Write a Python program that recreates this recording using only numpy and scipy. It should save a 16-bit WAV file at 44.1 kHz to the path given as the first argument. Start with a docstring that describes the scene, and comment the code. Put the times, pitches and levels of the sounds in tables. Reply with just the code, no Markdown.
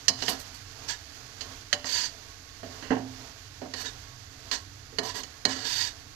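"""A steel spoon knocks and scrapes a heavy metal pot, turning thick, grainy food on a kitchen stove.
Each knock is a short clatter plus the ring of pot and spoon. Each scrape is fast stick-slip over the
bottom or wall, ringing both. Tiny bubbles sizzle faintly, swelling as wet food meets hot metal, over a
low kitchen rumble. Heard from close above the pot, with the right side facing in."""
import sys
import numpy as np
from scipy import signal
from scipy.fft import rfft, irfft
from scipy.io import wavfile

SR = 44100
rng = np.random.default_rng(int(sys.argv[2]) if len(sys.argv) > 2 else 0)


def dump(signal):
    """Clip the signal to [-1, 1] and save it as 16-bit WAV at the path in sys.argv[1]."""
    limited = np.clip(np.atleast_2d(signal).T, -1, 1)
    pcm = np.round(limited * 32767).astype(np.int16)
    wavfile.write(sys.argv[1], SR, pcm)


N = 271215
T = np.arange(N) / SR


def amp(db):
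    return 10 ** (np.asarray(db) / 20)


def unit_rms(x):
    return x / np.sqrt(np.mean(x ** 2) + 1e-20)


def curve_at(points, hz):
    """Interpolate (freq_hz, value) points over log frequency."""
    freq_hz, value = np.transpose(points)
    return np.interp(np.log(hz + 1), np.log(freq_hz + 1), value)


def add(mix, start_s, sound):
    part = mix[..., max(round(start_s * SR), 0):][..., :sound.shape[-1]]
    part += sound[..., :part.shape[-1]]


def colour(x, points, size=4096):
    """Minimum-phase filter through (freq_hz, gain_db) points."""
    log_gain = np.log(amp(curve_at(points, abs(np.fft.fftfreq(size, 1 / SR)))) + 1e-6)
    taps = np.fft.ifft(np.exp(np.conj(signal.hilbert(log_gain)))).real
    return signal.fftconvolve(x, taps[:size // 2])[:len(x)]


def resonate(x, hz, width_hz):
    """Unity-gain resonance; hz may be a curve."""
    carrier = np.exp(2j * np.pi * np.cumsum(hz * np.ones(len(x))) / SR)
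    pole = np.exp(-np.pi * width_hz / SR)
    return 2 * (carrier * signal.lfilter([1 - pole], [1, -pole], x / carrier)).real


def nearness(hz, note_hz, reach):
    """Bell curve over log frequency, 1 at the note."""
    return np.exp(-(np.log(hz / np.asarray(note_hz)) / reach) ** 2)


def waver(per_s):
    """Random drift, unit RMS."""
    return unit_rms(np.interp(T * per_s, np.arange(N), rng.standard_normal(N)))


def clicks(per_s, spread_db):
    """Random impulse train, a few of them large."""
    size = amp(spread_db * np.minimum(rng.exponential(1, N), 4))
    return unit_rms(size * rng.choice([-1, 1], N) * (rng.random(N) < per_s / SR))


def reflections(x, t60_s=0.09, size=4096):
    """Dense echoes off pot wall, stove and tiles."""
    echoes = rng.standard_normal(size) * amp(-60 * np.arange(size) / SR / t60_s)
    return signal.fftconvolve(x, echoes / np.linalg.norm(echoes))[:len(x)]


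# Left side relative to right: freq_hz, gain_db
LEFT_SHADOW = [(60, 1), (110, -4), (250, -8), (420, -10), (700, -8.5), (1290, -14.5), (2380, -22),
               (4400, -28), (8000, -35.5), (14000, -18)]
# Likeness of the two sides: freq_hz, coherence
COHERENCE = [(30, .65), (100, .94), (300, .9), (700, .5), (1500, .3), (5000, .38), (14000, .35)]


def stereo(direct, diffuse, left_db, delay_samples=4):
    """Right gets the direct sound; left is shadowed, slightly late and partly diffuse."""
    size = 2 * len(direct)
    hz = np.fft.rfftfreq(size, 1 / SR)
    right, scatter = rfft([direct, diffuse], size)
    coherence = np.clip(curve_at(COHERENCE, hz), 0, 1)
    shadow = amp(np.minimum(curve_at(LEFT_SHADOW, hz) + left_db, 1))
    delay = np.exp(-2j * np.pi * hz * delay_samples / SR)
    left = shadow * (coherence * delay * right + np.sqrt(1 - coherence ** 2) * scatter)
    return irfft(np.array([left, right]) * 2 / (1 + shadow))[:, :len(direct)]


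# Rumble round the stove: freq_hz, gain_db
RUMBLE_EQ = [(20, -9.5), (38, 2.5), (52, -6), (68, 0.5), (100, -13), (140, -8.5), (190, -26.5), (290, -9),
             (600, -49)]
# Kitchen hum: pitch_hz, width_hz, level_db
HUM_TONES = [(92.2, 22.3, -55), (123.1, 7.5, -61), (1104, 10.5, -69)]


def drone(rumble_db=-56):
    """Low rumble with wavering tones of narrow-band noise."""
    rumble = amp(rumble_db) * unit_rms(colour(rng.standard_normal(N), RUMBLE_EQ, size=16384))
    hum = np.zeros(N)
    for hz, width_hz, db in HUM_TONES:
        band = resonate(rng.standard_normal(N), hz, width_hz)
        hum += amp(db) * unit_rms(resonate(band, hz, width_hz))
    return rumble + hum


def kitchen(hiss_db=-75):
    """Drone from all round under faint white hiss."""
    return stereo(drone(), drone(), left_db=-1.6) + amp(hiss_db) * rng.standard_normal((2, N))


# Hollow modes of the pot: pitch_hz, level_db, t60_s
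POT_MODES = [(115.8, -7.5, 1), (173.6, -0.5, 0.16), (262.3, 3, 0.54), (443, 4.5, 0.16), (586.6, -1.5, 0.44),
             (667, -2.5, 0.46), (712, 0, 0.3), (760.3, 6.5, 0.28), (936, 4, 0.28), (1060, 2.5, 0.28),
             (1340, -10.5, 0.13)]
# Dull rubbing in the pot: freq_hz, gain_db
GROAN_EQ = [(100, -30), (230, 2), (330, 0.5), (430, 1), (550, -1.5), (900, 0), (1300, 0), (2500, -56)]


def pot_groan(rubbing, ring_db=5):
    """Rubbing noise coloured by the hollow of the pot."""
    modes = sum(amp(db / 2) * resonate(rubbing, hz, 3.7 / t60_s + 8) for hz, db, t60_s in POT_MODES)
    return unit_rms(colour(rubbing + amp(ring_db) * modes, GROAN_EQ))


# Bursting bubbles: freq_hz, gain_db
SIZZLE_EQ = [(450, -18.5), (800, -2.5), (1000, -17.5), (1250, -6), (1500, -0.5), (2500, -5.5), (4000, -4),
             (4500, -0.5), (5400, -3.5), (6500, -3), (8700, -21), (14500, -18.5)]
# Wet food turned onto hot metal: peak_s, swell_db
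FOOD_TURNS = [(0.05, 4), (0.45, 7), (0.85, 10.5), (1.22, 5.5), (1.5, 10.5), (2.18, 5.5), (2.78, 9.5),
              (3.22, 10.5), (3.97, 7), (4.481, 6), (5.3, 4), (5.95, 4.5)]


def frying(sizzle_db=-50.5, food_db=-62, half_turn_s=0.12, sizzle_share=0.38, drying_db_per_s=0.34):
    """Bubbles burst and food shifts; both swell at each turn. The sizzle fades as the food dries."""
    swell_db = sum(db * np.exp(-((T - peak_s) / half_turn_s) ** 2) for peak_s, db in FOOD_TURNS)
    flicker_db = 0.61 * waver(per_s=50)
    heat = amp(sizzle_db + sizzle_share * swell_db - drying_db_per_s * T + flicker_db)
    bubbles = heat * unit_rms(colour(clicks(per_s=12000, spread_db=2), SIZZLE_EQ))
    shifting = amp(food_db + swell_db) * pot_groan(rng.standard_normal(N))
    food = bubbles + shifting
    return stereo(food, reflections(food), left_db=3)


# Spoon and pot pressed together: pitch_hz, width_hz, level_db
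PRESSED_MODES = [(958, 65, 1.5), (1707, 58, 4.5), (1906, 40, 3.5), (2970, 59, -0.5), (3360, 60, 1),
                 (3732, 47, 5), (4210, 43, 3), (4457, 64, 5), (4683, 74, 7.5), (5100, 96, 2),
                 (5590, 60, 4.5), (6090, 50, 5), (6470, 82, 0.5), (7440, 42, -2.5), (7400, 44, -11)]


def pressed_ring(slips, bend, grip_notes_hz, grip_db=7, damping_hz=8200):
    """Slips ring spoon and pot; modes near the notes of the grip are boosted."""
    ringing = np.zeros(len(slips))
    for hz, width_hz, db in PRESSED_MODES:
        boost_db = grip_db * nearness(hz, grip_notes_hz, reach=0.075).sum()
        ringing += amp(db + boost_db) * resonate(slips, hz * bend, width_hz)
    damping = signal.butter(8, damping_hz, fs=SR, output="sos")
    return unit_rms(signal.sosfilt(damping, ringing))


# Spoon edge dragging through grains: freq_hz, gain_db
RASP_EQ = [(300, -32), (700, -14), (950, -9), (1200, -7), (1800, 1.5), (2300, -0.5), (3000, 2.5),
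           (4500, -3), (6400, -2), (7300, -20), (8200, -14), (9500, -28), (14000, -25)]
# Grains being crushed: freq_hz, gain_db
FIZZ_EQ = [(5000, -6), (7400, 1), (8250, 4), (9000, -2.5), (10000, -0.5), (12200, -1), (12850, 8),
           (13400, -4), (14100, -1), (14600, -6)]
# Strokes over bottom or wall:
# start_s, length_s, pressure_db, rise_db, groan_db, fizz_db, grip_low_hz, grip_high_hz
SPOON_STROKES = [(0.172, 0.14, -36, 8, -48, -58, 2990, 5230),
                 (0.278, 0.033, -37, 11, -39, -34.5, 2990, 4230),
                 (0.308, 0.067, -48, 3, -43.5, -66, 1800, 5080),
                 (0.391, 0.014, -40, 3, -51, -40.5, 4200, 6130),
                 (0.538, 0.014, -39.5, -2, -64, -47, 4660, 6550),
                 (0.876, 0.045, -27.5, 3.5, -54, -53, 1630, 6950),
                 (1.841, 0.22, -28, 6, -47.5, -51.5, 4620, 6420),
                 (3.74, 0.056, -40.5, 10, -55, -60, 1720, 4440),
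                 (3.785, 0.05, -37, -2, -45, -50, 4360, 5600), (3.834, 0.049, -35, 6, -50, -67, 1720, 3760),
                 (4.507, 0.053, -28, 2, -47, -53, 1630, 4100),
                 (5.018, 0.086, -36, 13.5, -40, -53.5, 950, 4100),
                 (5.138, 0.073, -34.5, -1, -41, -49.5, 950, 4100),
                 (5.468, 0.065, -33.5, 13.5, -42.5, -59, 1820, 2970),
                 (5.538, 0.14, -37.5, 5, -41.5, -64, 1820, 4500),
                 (5.64, 0.24, -28.5, 1.5, -52.5, -50, 3740, 4700),
                 (5.797, 0.018, -28.5, 2, -54, -62, 4620, 4650)]


def spoon_scrapes(metal_trim_db=-2.5, groan_trim_db=-1, ring_db=9, bite_s=0.018, release_t60_s=0.15,
                  arch_db=5.5, fizz_arch_db=9.5, groan_fade_db_per_s=57):
    """The edge catches and slips very fast, on grains and on metal. A stroke bites, swells, lets go."""
    judder = amp(0.76 * waver(per_s=140))
    crushing, slips = (clicks(per_s=6000, spread_db=2.5) * judder for _ in range(2))
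    rasp = colour(crushing, RASP_EQ)
    fizz = unit_rms(colour(crushing, FIZZ_EQ))
    groan = pot_groan(slips)
    bend = 1 + 0.008 * waver(per_s=60)  # the spoon rocks on the grains
    out = np.zeros(N)
    for start_s, length_s, pressure_db, rise_db, groan_db, fizz_db, *grip_notes_hz in SPOON_STROKES:
        span = (T > start_s) & (T < start_s + length_s + release_t60_s)
        t = T[span] - start_s
        along = np.minimum(t / length_s, 1) - 0.5
        ends = (2 * along) ** 2  # 0 mid-stroke, 1 at either end
        contact = np.minimum(t / bite_s, 1) * amp(-60 * np.maximum(t - length_s, 0) / release_t60_s)
        ringing = pressed_ring(slips[span], bend[span], grip_notes_hz)
        metal = unit_rms(unit_rms(rasp[span]) + amp(ring_db) * ringing)
        metal_gain = amp(metal_trim_db + pressure_db + rise_db * along - arch_db * ends)
        groan_gain = amp(groan_trim_db + groan_db - groan_fade_db_per_s * t)
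        fizz_gain = amp(fizz_db - fizz_arch_db * ends)
        out[span] += contact * (metal_gain * metal + groan_gain * groan[span] + fizz_gain * fizz[span])
    return stereo(out, reflections(out), left_db=-2)


# Spoon-on-pot contact: freq_hz, gain_db
CONTACT_EQ = [(60, -47), (165, -15), (255, -4), (335, -12.5), (430, -2), (520, -9), (900, -2.5),
              (1300, -2.5), (1850, 8), (2500, -1), (2960, 11), (3700, 2), (4150, 14.5), (4950, 14),
              (5500, 8), (6400, 15.5), (7600, 4), (13000, -6)]


def clatter(t, t60_s, notes_hz, crack_db=-7, crack_s=0.0012, bass_extra_s=0.13,
            room_db=-30, room_t60_s=0.97):
    """Contact noise: a crack, damped treble, lingering bass and the kitchen's tail."""
    noise = rng.standard_normal(len(t))
    bass = signal.sosfilt(signal.butter(2, 900, fs=SR, output="sos"), noise)
    burst = (noise - bass) * (amp(-60 * t / t60_s) + amp(crack_db) * np.exp(-t / crack_s))
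    burst += bass * amp(-60 * t / (t60_s + bass_extra_s))
    burst += rng.standard_normal(len(t)) * amp(room_db - 60 * t / room_t60_s)
    burst += sum(resonate(burst, hz, width_hz=0.13 * hz) for hz in notes_hz)
    return colour(burst, CONTACT_EQ)


def struck_ring(modes, t, note_hz, boost_db, reach):
    """Decaying modes, boosted near the note of the struck spot."""
    out = np.zeros(len(t))
    for hz, db, t60_s in modes:
        level_db = db + boost_db * nearness(hz, note_hz, reach) + rng.normal(0, 1)
        out += amp(level_db - 60 * t / t60_s) * np.sin(2 * np.pi * (hz * t + rng.random()))
    return out


# Limits of the thud, body, clack, clink and tick bands: edge_hz
BAND_EDGES_HZ = [150, 400, 1000, 2500, 7500, 14000]


def balance_knock(blow, thud_db, clack_db, clink_db, low_hz, lift_db=3, attack_samples=882):
    """Equalise a blow so its attack nears the band levels; the band of its low note is lifted."""
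    body_db = thud_db + 0.14 * (clink_db - thud_db) + 2.5
    tick_db = clink_db - 25
    lifts_db = lift_db * np.histogram([low_hz], BAND_EDGES_HZ)[0]
    wanted_db = np.array([thud_db, body_db, clack_db, clink_db, tick_db]) + lifts_db
    hz, power = signal.periodogram(blow[:attack_samples], SR, scaling="spectrum")
    attack_db = 10 * np.log10(np.histogram(hz, BAND_EDGES_HZ, weights=power)[0] + 1e-15)
    centres_hz = np.sqrt(np.multiply(BAND_EDGES_HZ[:-1], BAND_EDGES_HZ[1:]))
    return colour(blow, np.transpose([centres_hz, wanted_db - attack_db]))


# Bright modes of the spoon: pitch_hz, level_db, t60_s
SPOON_MODES = [(1706, -3, 0.22), (1860, -2, 0.32), (2260, -6, 0.23), (2988, -4, 0.47), (4110, 0.5, 0.36),
               (4160, -8, 0.38), (4500, -6, 0.28), (4930, -9, 0.35), (4950, 0.5, 0.3), (6540, -2, 0.17),
               (7100, 6, 0.12), (8672, 2, 0.095)]
# Knocks, each with the two notes its spot favours:
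# start_s, thud_db, clack_db, clink_db, low_hz, high_hz, contact_t60_s, spoon_ring_db, left_db
SPOON_KNOCKS = [(0.0814, -42.5, -33, -14.5, 1124, 5300, 0.067, -7, 10.5),
                (0.2222, -44, -39.5, -31, 409, 5000, 0.088, -21, 0),
                (0.2812, -40.5, -31.5, -26.5, 642, 2860, 0.071, -22, 2),
                (1.408, -55.5, -48.5, -34, 283, 3200, 0.12, -8, -4),
                (1.7276, -45.5, -25, -22, 610, 2988, 0.074, -10, 5.5),
                (1.8434, -51.5, -38, -46, 615, 4660, 0.021, -26, -1),
                (2.63, -44, -47.5, -51, 650, 4570, 0.19, -15, 0),
                (2.66, -50, -64, -64, 700, 4538, 0.12, -17, -5),
                (2.825, -49.5, -44, -47, 284, 2760, 0.6, -17, -3),
                (2.905, -25.5, -28.5, -44.5, 260, 2720, 0.25, -22, 1),
                (2.966, -35.5, -44, -60, 730, 2960, 0.11, -20, -2),
                (3.616, -40.5, -49.5, -53.5, 607, 4923, 0.22, -15, 0),
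                (3.657, -50.5, -51, -72, 680, 4923, 0.1, -15, 2),
                (3.737, -52.5, -38.5, -35.5, 500, 5116, 0.066, -4, -1),
                (4.5133, -52.5, -38.5, -29.5, 1050, 4207, 0.062, -9, -4),
                (4.925, -53.5, -70, -72, 430, 4340, 0.11, -15, -1),
                (4.985, -39.5, -32.5, -27.5, 424, 4400, 0.056, -5, 0),
                (5.234, -55.5, -51.5, -37, 252, 6270, 0.064, -1, -3),
                (5.4517, -38.5, -30, -21, 248, 4180, 0.05, -2.5, -2.5)]


def spoon_knocks(trim_db=-1, pot_db=-32, spoon_db=-15, rise_s=0.00068):
    """Each blow sets off a clatter, the hollow of the pot and the free ring of the spoon."""
    out = np.zeros((2, N))
    t = np.arange(SR) / SR
    for start_s, thud_db, clack_db, clink_db, low_hz, high_hz, t60_s, ring_db, left_db in SPOON_KNOCKS:
        blow = clatter(t, t60_s, (low_hz, high_hz))
        blow += amp(pot_db) * struck_ring(POT_MODES, t, low_hz, boost_db=13.5, reach=0.061)
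        blow += amp(spoon_db + ring_db) * struck_ring(SPOON_MODES, t, high_hz, boost_db=4, reach=0.075)
        blow *= 1 - np.exp(-t / rise_s)
        blow = amp(trim_db) * balance_knock(blow, thud_db, clack_db, clink_db, low_hz)
        add(out, start_s, stereo(blow, reflections(blow), left_db))
    return out


def scene():
    return spoon_knocks() + spoon_scrapes() + frying() + kitchen()


def record(dry):
    """Low-pass at 14.5 kHz."""
    taps = signal.firwin(511, 14500, window=("kaiser", 8), fs=SR)
    return signal.oaconvolve(dry, taps[None], "same", axes=1)


dry = scene()
out = record(dry)
dump(out)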